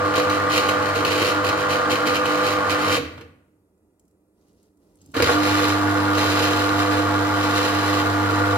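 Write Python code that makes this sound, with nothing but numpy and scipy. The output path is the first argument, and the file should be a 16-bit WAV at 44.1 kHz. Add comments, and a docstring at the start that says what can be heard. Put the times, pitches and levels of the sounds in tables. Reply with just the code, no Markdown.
"""Electric citrus juicer

A juicer squeezes two orange halves on a kitchen worktop, stopping for two seconds in between.
Its synchronous motor hums at harmonics of the mains, its plastic gears whine and chatter under the
pulsating torque, and the reamer grinds by friction, louder as the hand bears down.
The pulp squelches faintly in the pause, and the motor restarts with a few clacks."""
import sys
import numpy as np
from scipy import signal
from scipy.fft import rfft, irfft
from scipy.io import wavfile

SR = 44100
rng = np.random.default_rng(int(sys.argv[2]) if len(sys.argv) > 2 else 0)


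def log_audio(samples):
    """Write samples as a 16-bit WAV file to the path given in sys.argv[1]."""
    # one column per channel
    frames = np.atleast_2d(samples).T
    # limit to full scale, then quantise
    limited = np.clip(frames, -1, 1)
    pcm = np.round(limited * 32767).astype(np.int16)
    wavfile.write(sys.argv[1], SR, pcm)


N = 377937
T = np.arange(N) / SR
SLOW_T = T[::128]  # coarse time axis for envelopes
HZ = np.fft.rfftfreq(8192, 1 / SR)

MAINS_HZ = 50.06
GEAR_HZ = MAINS_HZ * 2 / 9  # turns of the gear per second
RUN_UP_S = 0.16  # from switching on until the rotor locks to the mains
DRONE_HARMONICS = (2, 6, 10)

# Levels in the tables are relative; pan_db is left minus right.
# Motor runs, one per orange half: on_s, off_s, chatter_db, scrape_db
PRESSES = [(-.4, 2.956, -29.5, -42.5), (5.138, 8.8, -29.5, -40.5)]
SECOND_HALF_S = PRESSES[0][1] + 1  # in the pause; the second-press columns apply from here
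# Hum partials on the mains frequency: harmonic, first_press_db, second_press_db, pan_db
HUM_PARTIALS = [(4, -43, -40, 0), (5, -61, -46, -2), (8, -46, -42, -2), (9, -57, -46, 0),
                (12, -36, -41, -1), (13, -50, -49, -3), (14, -47, -34, -7), (16, -47, -50, 9),
                (17, -48, -46, 4), (19, -53, -44, 5), (20, -49, -45, 3), (22, -42, -47, 6),
                (23, -48, -47, 5), (24, -30, -36, 1), (25, -51, -48, -2), (26, -40, -45, -9),
                (28, -45, -38, -3), (29, -48, -44, -3), (30, -46, -45, -3), (36, -49, -52, -5),
                (40, -48, -52, -6)]
# Drifting low hum partials, one list per press: time_s, harmonic_2_db, harmonic_6_db, harmonic_10_db
DRONE_LEVELS = [
    [(0, -37, -31.5, -26), (.6, -39, -33, -29.5), (1.2, -34.5, -32.5, -31), (1.7, -40.5, -35.5, -30),
     (2.2, -46, -32.5, -28.5), (2.95, -36.5, -33, -29.5)],
    [(5.33, -38, -23.5, -37), (5.5, -31, -22.5, -33.5), (6.0, -28.5, -23.5, -41.5),
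     (6.6, -31, -25.5, -35.5), (7.2, -29, -25, -50), (7.7, -32.5, -26.5, -31), (8.2, -27.5, -25.5, -49),
     (8.57, -26, -25.5, -30)],
]
# Whine partials on the gear's turning rate: harmonic, first_press_db, second_press_db, pan_db
WHINE_PARTIALS = [(13, -45, -49, 0), (23, -46, -47, -2), (25, -44, -52, -7), (58, -43, -48, -3),
                  (59, -40, -49, -6), (67, -46, -52, 0), (72, -47, -54, 4), (76, -40, -36, 5),
                  (77, -45, -39, 3), (85, -48, -43, 3), (86, -48, -42, 5), (94, -41, -55, -2),
                  (95, -41, -50, -2), (98, -46, -50, 8), (100, -45, -47, 1), (103, -40, -39, 6),
                  (104, -44, -41, 3), (107, -55, -41, -1), (109, -41, -38, 2), (112, -41, -42, -1),
                  (113, -44, -46, -2), (121, -48, -48, -3), (127, -51, -46, -4), (130, -39, -39, 4),
                  (131, -42, -43, -3), (139, -45, -52, -2), (140, -46, -48, -2)]
# Broad response of the housing: frequency_hz, gain_db
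HOUSING_RESPONSE = [(25, -24.5), (55, -14.5), (80, -9), (200, -8), (400, -5), (800, -1.5), (1300, -1),
                    (1900, -2), (2500, -14), (4000, -17.5), (8000, -28.5), (16000, -49)]
# Resonances of the housing: frequency_hz, width_hz, lift_db
HOUSING_MODES = [(88.2, 24, 16.2), (143, 20, 3.9), (304.2, 52, 15.5), (484.8, 66.4, 14.6),
                 (699.5, 110, 4.8), (1162, 150, 9.8), (1432, 143, 10.7)]
# Response of the reamer and jug: frequency_hz, first_press_db, second_press_db
REAMER_RESPONSE = [(60, -22, -17), (302.5, -1.5, -6.5), (480, 7.5, 6.5), (793, -9, -10), (1490, -9, 0.5),
                   (2180, 3, -0.5), (3130, 3.5, 0.5), (3390, -6, -3), (4120, 2, 0), (5170, -7, -6.5),
                   (7070, -9.5, -11), (7980, -18, -20), (12300, -16, -16), (16000, -27, -29)]
# Ribs biting into the fruit as the hand bears down: start_s, rise_s, hold_s, level_db
BITES = [(0.128, 0.039, 0.022, -31.5), (0.292, .03, .02, -35), (0.48, .055, 0.056, -27.5),
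         (0.643, .02, 0.044, -35), (0.81, 0.017, 0.048, -38), (0.947, 0.01, 0.019, -35.5),
         (1.05, .012, 0.13, -32), (1.153, 0.024, 0.12, -31), (1.437, 0.0087, 0.024, -32),
         (1.567, 0.024, .01, -39), (1.682, 0.02, 0.031, -31), (1.896, .012, 0.02, -30),
         (2.047, 0.024, .015, -31.5), (2.122, 0.022, 0.027, -33), (2.255, .012, 0.15, -37.5),
         (2.405, 0.039, 0.075, -33), (2.689, .018, 0.0072, -29.5), (2.745, 0.074, .04, -34),
         (2.855, 0.055, 0.11, -28), (5.168, 0.012, .04, -39), (5.214, .01, 0.1, -31.5),
         (5.38, 0.072, 0.26, -33.5), (6.117, 0.056, 0.33, -32), (6.506, 0.026, 0.13, -35.5),
         (6.75, 0.036, 0.034, -35), (6.895, 0.024, 0.03, -37), (7.326, 0.083, .13, -37),
         (7.512, 0.034, 0.14, -33), (7.72, .03, .25, -37)]
# Spectrum of a bearing tap: frequency_hz, level_db
BEARING_SPECTRUM = [(300, -14), (3000, 0), (8000, -6.5), (11000, -8), (14000, -6), (16000, -12)]
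# Plastic impacts as the reamer catches, lifts and engages: start_s, crack_db, thump_db
CLACKS = [(.298, -31, -34), (.551, -35, -31), (.689, -27, -30), (.957, -32, -29), (1.049, -27, -23.5),
          (1.218, -40, -38), (1.447, -43, -46), (1.489, -27, -22), (1.908, -46, -24), (2.07, -27.5, -23),
          (2.256, -29, -41), (2.696, -33.5, -36), (2.927, -42, -41), (2.976, -38, -23), (3.177, -54, -32.5),
          (3.21, -49, -37.5), (5.142, -39.5, -35), (5.166, -31.5, -21), (5.2, -35, -16),
          (5.222, -23.5, -23), (5.268, -39, -22)]
# Response of the base to a clack: frequency_hz, gain_db
THUMP_RESPONSE = [(40, -29.5), (90, 3.5), (180, -14), (290, 2), (380, -11.5), (480, 6.5), (650, -14),
                  (1400, -13.5), (3000, -22.5), (12000, -52)]
# Base rocking as the rotor coasts down or runs up: peak_s, level_db, rise_db_per_s, fall_db_per_s
ROCKS = [(3.0, -31.5, 452, 68), (5.25, -29.5, 139, 220)]
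# Response of the base on its feet: frequency_hz, gain_db
ROCKING_RESPONSE = [(30, -44.5), (62, -25), (86, 4.5), (115, -21), (143, -7), (190, -22), (290, -6.5),
                    (400, -26.5), (1500, -50)]
# Wet ticks of the pulp: start_s, level_db
SQUELCHES = [(3.778, -75.5), (3.996, -61.5), (4.052, -69), (4.08, -66), (4.111, -71), (4.482, -71),
             (4.53, -72), (4.629, -60), (4.772, -66), (4.955, -62), (4.971, -65), (5.016, -58), (5.06, -54),
             (5.117, -59)]
# Spectrum of a wet tick: frequency_hz, level_db
PULP_SPECTRUM = [(200, -26), (1500, -14.5), (3000, -13), (6000, -1.5), (7500, 3), (12000, -3),
                 (16000, -10.5)]
# The next half is turned in the hand and set on the reamer: start_s, rise_s, hold_s, rustle_db, rub_db
HANDLING = [(4.33, 0.084, 0.25, -76.5, -62.5), (4.76, .07, 0.14, -79, -60.5), (4.94, 0.069, 0.18, -67, -60)]
# Spectrum of the handled fruit's rustle: frequency_hz, level_db
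RUSTLE_SPECTRUM = [(300, -14), (2500, 2), (6000, 8.5), (9000, -8.5), (16000, -9.5)]
# Ambient noise of the kitchen: frequency_hz, level_db
KITCHEN_SPECTRUM = [(15, -70.5), (25, -34), (44, -12.5), (101, -6), (122, -22.5), (193, -4), (260, -14),
                    (297, -0.5), (322, -8.5), (410, -10.5), (919, -25.5), (3440, -43.5), (12200, -37),
                    (15500, -45.5)]
# Reverberation time of the kitchen: frequency_hz, t60_s
REVERB_TIMES = [(100, 1), (260, 0.59), (700, 0.68), (1840, 0.66), (4850, 0.48), (14000, 0.3)]
# Paths to the two microphones: frequency_hz, pan_db, left_lead_rad, scattered_to_direct_ratio
STEREO_PATHS = [(98.7, 1, 0.25, .03), (292, -4.5, 0.4, .1), (496, -3, 0.63, 0.3), (750, 3.5, 0.96, 0.87),
                (1196, -2, -1.14, 1), (3080, 0, -2, 1.6), (5550, -1.5, -2, 2.7), (7960, 0, -6, 0.95),
                (12060, 4, -4.5, 1.3)]


def motor_hum(gain_db):
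    """Synchronous rotation: a rotor locked to the mains vibrates at harmonics of the mains frequency."""
    return sum(partial(harmonic * MAINS_HZ, gain_db + per_press(levels_db), pan_db)
               for harmonic, *levels_db, pan_db in HUM_PARTIALS)


def motor_drone():
    """Amplitude modulation: three strong low harmonics of the motor slowly swell and fade."""
    times, *curves_db = np.vstack(DRONE_LEVELS).T
    pitches_hz = MAINS_HZ * np.array(DRONE_HARMONICS)
    return sum(partial(hz, np.interp(SLOW_T, times, curve_db), curve(STEREO_PATHS, hz))
               for hz, curve_db in zip(pitches_hz, curves_db))


def gear_whine(gain_db):
    """Periodic excitation: meshing repeats each turn, giving harmonics of the gear's turning rate."""
    return sum(partial(harmonic * GEAR_HZ, gain_db + per_press(levels_db), pan_db)
               for harmonic, *levels_db, pan_db in WHINE_PARTIALS)


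def partial(hz, level_db, pan_db):
    """Narrow-band modulation: one stereo tone of the drive sways in level and flutters in phase."""
    sway_db = 1.13 * min(hz / 800, 1)
    flutter = 1 + per_press((0.15, 0.05)) * (wander(SLOW_T, 22) + 1j * wander(SLOW_T, 22))
    envelope = rotor_lock() * gain_of(level_db + sway_db * wander(SLOW_T, 4)) * flutter
    tone = np.interp(T, SLOW_T, envelope) * np.exp(2j * np.pi * (hz * T + rng.random()))
    path = gain_of(pan_db / 2) * np.exp(0.5j * curve(STEREO_PATHS, hz, column=2))
    constant_power = np.sqrt(2 / np.cosh(2 * np.log(abs(path))))
    return constant_power * np.array([(tone * path).real, (tone / path).real])


def rotor_lock(lock_s=0.062, drop_s=0.031, linger_s=0.1):
    """Two-stage decay: the tones enter as the rotor locks, drop at switch-off, then linger in the room."""
    envelope = np.zeros(len(SLOW_T))
    for on, off, *_ in PRESSES:
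        onset = np.clip((SLOW_T - on - RUN_UP_S) / lock_s + 0.5, 0, 1)
        since_off = np.maximum(SLOW_T - off, 0)
        envelope += onset * np.maximum(np.exp(-since_off / drop_s), 0.22 * np.exp(-since_off / linger_s))
    return envelope


def running(on, off, spin_up_s=0.021, cut_s=0.045):
    """Inertia: the drive ramps briefly up to 1 at switch-on and down to 0 at switch-off."""
    return np.clip((T - on) / spin_up_s, 0, 1) * np.clip(1 - (T - off) / cut_s, 0, 1)


def torque_ripple(depth_db, snap):
    """Torque ripple: the motor pulls twice per mains cycle, and snapping gear play adds overtones."""
    angle = 4 * np.pi * MAINS_HZ * T
    return gain_of(depth_db * (np.cos(angle) + snap * (np.cos(2 * angle) + np.cos(3 * angle))))


def gear_chatter(backlash_s, uneven_db, loose_ratio, carry, per_turn):
    """Impact excitation: tooth strikes, jittered by backlash, and loose extra strikes ring the housing."""
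    places = (np.arange(per_turn) + rng.random(per_turn)) / per_turn
    signs = rng.choice([-1, 1], per_turn)
    turns = np.arange(int(N / SR * GEAR_HZ) + 1)[:, None]
    times = (turns + places) / GEAR_HZ + backlash_s * rng.standard_normal((len(turns), per_turn))
    sizes = signs * gain_of(uneven_db * rng.standard_normal(times.shape))
    teeth = unit_rms(impulses(times.ravel(), sizes.ravel()))
    # tooth strikes are kept above 650 Hz, leaving the low hum clear
    teeth = signal.sosfilt(signal.butter(4, 650, "high", fs=SR, output="sos"), teeth)
    loose = rng.choice([-1, 1], N) * rng.uniform(0.44, 1, N) * (rng.random(N) < 1600 / SR)
    # a loose strike comes back, weaker, on the next turns of the rotor
    loose = sum(carry ** turn * np.roll(loose, round(turn * SR / MAINS_HZ)) for turn in range(4))
    strikes = (teeth + loose_ratio * unit_rms(loose)) * torque_ripple(depth_db=3.5, snap=0.25)
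    modes_db = sum(db / (1 + (2 * (HZ - hz) / width) ** 4) for hz, width, db in HOUSING_MODES)
    sound = radiate(strikes, curve(HOUSING_RESPONSE, HZ) + modes_db, scatter_s=0.0044)
    return sound / band_rms(sound, 1000, 1600)


def chatter_strength(load, surge_db=9, surge_at_s=0.161, surge_width_s=0.018, taut_db=-1.5):
    """Backlash: chatter surges as the rotor pulls into lock and eases when load takes up the play."""
    drive = np.zeros(N)
    for on, off, chatter_db, _ in PRESSES:
        surge = np.exp(-((T - on - surge_at_s) / surge_width_s) ** 2)
        drive += running(on, off) * gain_of(chatter_db + surge_db * surge)
    tautness = np.minimum(load / gain_of(-26.5), 1)
    return drive * gain_of(taut_db * tautness)


def reamer_grinding(slips_per_s, spread_db, clump_db, ribs):
    """Stick-slip friction: each rib scrapes in clumps of tiny impacts, ringing the jug by its own path."""
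    grip = torque_ripple(depth_db=2.0, snap=0.86) * gain_of(clump_db * wander(T, 60))
    in_second = T > SECOND_HALF_S
    out = np.zeros((2, N))
    for column, active in enumerate([~in_second, in_second], 1):
        sound = np.zeros((2, N))
        for _ in range(ribs):
            sizes = gain_of(spread_db * np.minimum(rng.exponential(1, N), 3)) * rng.choice([-1, 1], N)
            slips = (rng.random(N) < slips_per_s / ribs / SR) * sizes * grip
            sound += radiate(slips, curve(REAMER_RESPONSE, HZ, column), scatter_s=0.0044)
        out += active * sound / band_rms(sound, 2720, 12000)
    return out


def reamer_load():
    """Power addition: a steady scrape and the strongest bite combine while the motor runs."""
    bite = np.max([gain_of(db) * swell(*timing) for *timing, db in BITES], axis=0)
    return sum(running(on, off) * np.hypot(gain_of(scrape_db), bite) for on, off, _, scrape_db in PRESSES)


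def bearing_buzz(level_db, uneven_db):
    """Periodic impacts: in the second press the rotor taps its bearing at each torque pulse."""
    times = np.arange(int(N / SR * 2 * MAINS_HZ)) / (2 * MAINS_HZ)
    sizes = gain_of(uneven_db * rng.standard_normal(len(times)))
    taps = impulses(times, sizes * (times > PRESSES[1][0] + RUN_UP_S))
    return gain_of(level_db) * unit_rms(radiate(taps, curve(BEARING_SPECTRUM, HZ), scatter_s=0.00079))


def reamer_clacks():
    """Transient response: each clack excites a bright crack in the jug and a low thump in the base."""
    crack = bursts(CLACKS, REAMER_RESPONSE, decay_s=0.0064, scatter_s=0.003)
    thump = bursts(CLACKS, THUMP_RESPONSE, decay_s=0.012, scatter_s=0.0093, column=2)
    return gain_of(10) * crack + gain_of(3) * thump


def base_rocking():
    """Forced vibration: the base shudders at its low resonances as the rotor stops and restarts."""
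    envelope = sum(gain_of(db - np.maximum(rise * (peak - T), fall * (T - peak)))
                   for peak, db, rise, fall in ROCKS)
    shudder = radiate(rng.standard_normal(N), curve(ROCKING_RESPONSE, HZ), scatter_s=0.004)
    return envelope * unit_rms(shudder)


def pulp_squelches():
    """Broadband transients: the wet pulp ticks in very short, bright bursts."""
    return gain_of(4.5) * bursts(SQUELCHES, PULP_SPECTRUM, decay_s=0.0031, scatter_s=0.0017)


def handling_and_ambience(ambient_db):
    """Friction noise: fruit turned in the hand rubs and rustles over the kitchen's steady low noise."""
    murmur = radiate(rng.standard_normal(N), curve(KITCHEN_SPECTRUM, HZ), scatter_s=0.0093)
    grains = rng.standard_normal(N) * (rng.random(N) < 1500 / SR) * gain_of(2.4 * wander(T, 27))
    rustle = radiate(grains, curve(RUSTLE_SPECTRUM, HZ), scatter_s=0.0023)
    touches = [gain_of([[rustle_db], [rub_db]]) * swell(*timing) for *timing, rustle_db, rub_db in HANDLING]
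    rustle_gain, rub_gain = np.max(touches, axis=0)
    return np.hypot(gain_of(ambient_db), rub_gain) * unit_rms(murmur) + rustle_gain * unit_rms(rustle)


def reverberation(x):
    """Diffuse field: tiled walls return a dense tail in which each band decays at its own rate."""
    reflections = rng.standard_normal((2, SR)) * (np.arange(SR) > 0.005 * SR)
    hz, t, bands = signal.stft(reflections, SR, nperseg=512)
    coherence = 1 / (1 + (hz[:, None] / 700) ** 2)  # long waves reach both microphones alike
    bands[1] = coherence * bands[0] + np.sqrt(1 - coherence ** 2) * bands[1]
    decay = gain_of(-60 * t / curve(REVERB_TIMES, hz)[:, None])
    tail = signal.istft(bands * decay, SR, nperseg=512)[1]
    return signal.fftconvolve(x, tail / np.linalg.norm(tail[0]), axes=1)[:, :N]


def radiate(x, response_db, scatter_s):
    """Source-filter principle: x rings a minimum-phase body, then travels to both microphones."""
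    log_gain = np.log(gain_of(np.r_[response_db, response_db[-2:0:-1]]))
    body = np.exp(np.conj(signal.hilbert(log_gain)))[:len(HZ)]
    channels = []
    for side in (1, -1):
        direct = np.exp(0.5j * side * curve(STEREO_PATHS, HZ, column=2))
        path = direct + curve(STEREO_PATHS, HZ, column=3) * scattering(scatter_s)
        # pan, and flatten the interference ripple
        path *= gain_of(side * curve(STEREO_PATHS, HZ) / 2) / abs(path) ** 1.12
        impulse_response = np.roll(irfft(body * path), 64)[:4096]
        channels.append(signal.oaconvolve(x, impulse_response)[64:N + 64])
    return np.array(channels)


def scattering(decay_s):
    """Multiple reflection: the spectrum of a short, dying cloud of echoes of unit energy."""
    t = np.arange(2 * len(HZ) - 2) / SR
    cloud = rng.standard_normal(len(t)) * np.exp(-t / decay_s)
    return rfft(cloud / np.linalg.norm(cloud))


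def bursts(events, response, decay_s, scatter_s, column=1):
    """Exponential decay: each event is a dying cluster of micro-impacts, filtered at unit power gain."""
    envelope = sum(gain_of(event[column]) * (T >= event[0]) * np.exp(-abs(T - event[0]) / decay_s)
                   for event in events)
    impacts = unit_rms(rng.standard_normal(N) * (rng.random(N) < 0.25))
    response_db = curve(response, HZ)
    power_db = 10 * np.log10(np.mean(gain_of(response_db) ** 2))
    return radiate(envelope * impacts, response_db - power_db, scatter_s)


def swell(start, rise_s, hold_s, release_s=0.045):
    """Envelope of one push of the hand: linear rise, hold, exponential release."""
    since_release = np.maximum(T - start - rise_s - hold_s, 0)
    return np.clip((T - start) / rise_s, 0, 1) * np.exp(-since_release / release_s)


def impulses(times, sizes):
    """Impulse train with the given times and amplitudes."""
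    inside = (times >= 0) & (times < (N - 1) / SR)
    return np.bincount(np.round(times[inside] * SR).astype(int), sizes[inside], N)


def wander(times, rate_hz):
    """Band-limited noise of rms near 1 that changes about rate_hz times a second."""
    points = signal.resample_poly(rng.standard_normal(1024), 8, 1)
    return np.interp(times * rate_hz * 8, np.arange(len(points)), points)


def per_press(pair):
    """Step function on the coarse time axis, from the first press's value to the second's."""
    return np.where(SLOW_T > SECOND_HALF_S, pair[1], pair[0])


def curve(table, hz, column=1):
    """One column of a table, interpolated on a log-frequency axis."""
    columns = np.transpose(table)
    return np.interp(np.log(hz + 1), np.log(columns[0] + 1), columns[column])


def band_rms(x, low_hz, high_hz):
    """Rms of the channel mean within a band, from its spectral energy."""
    hz = np.fft.rfftfreq(N, 1 / SR)
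    band = rfft(x.mean(0))[(hz > low_hz) & (hz < high_hz)]
    return np.sqrt(2 * np.sum(abs(band) ** 2)) / N


def unit_rms(x):
    """Normalisation to rms 1."""
    return x / np.sqrt(np.mean(x ** 2) + 1e-20)


def gain_of(db):
    """Decibels to amplitude ratio."""
    return 10 ** (np.asarray(db) / 20)


def scene():
    """Superposition: the juicer's tones and rattle, the rattle's reverberation and the quiet kitchen."""
    load = reamer_load()
    tones = motor_hum(gain_db=-0.5) + gear_whine(gain_db=-1.0) + motor_drone()
    chatter = gear_chatter(backlash_s=0.00015, uneven_db=2.0, loose_ratio=1.1, carry=0.36, per_turn=126)
    rattle = chatter_strength(load) * chatter
    rattle += load * reamer_grinding(slips_per_s=2600, spread_db=4.0, clump_db=0.5, ribs=3)
    rattle += bearing_buzz(level_db=-49.5, uneven_db=0.5) + reamer_clacks() + pulp_squelches()
    reflected = gain_of(-8.5) * reverberation(rattle)
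    return tones + rattle + reflected + base_rocking() + handling_and_ambience(ambient_db=-63)


def record(dry, low_hz=38, high_hz=15900):
    """Band limiting: small microphones lose the deepest bass, and a steep low-pass cuts the top treble."""
    thinned = signal.sosfilt(signal.butter(2, low_hz, "high", fs=SR, output="sos"), dry)
    low_pass = signal.firwin(1023, high_hz, window=("kaiser", 9), fs=SR)
    return signal.oaconvolve(thinned, low_pass[None], "same")


dry = scene()
out = record(dry)
log_audio(out)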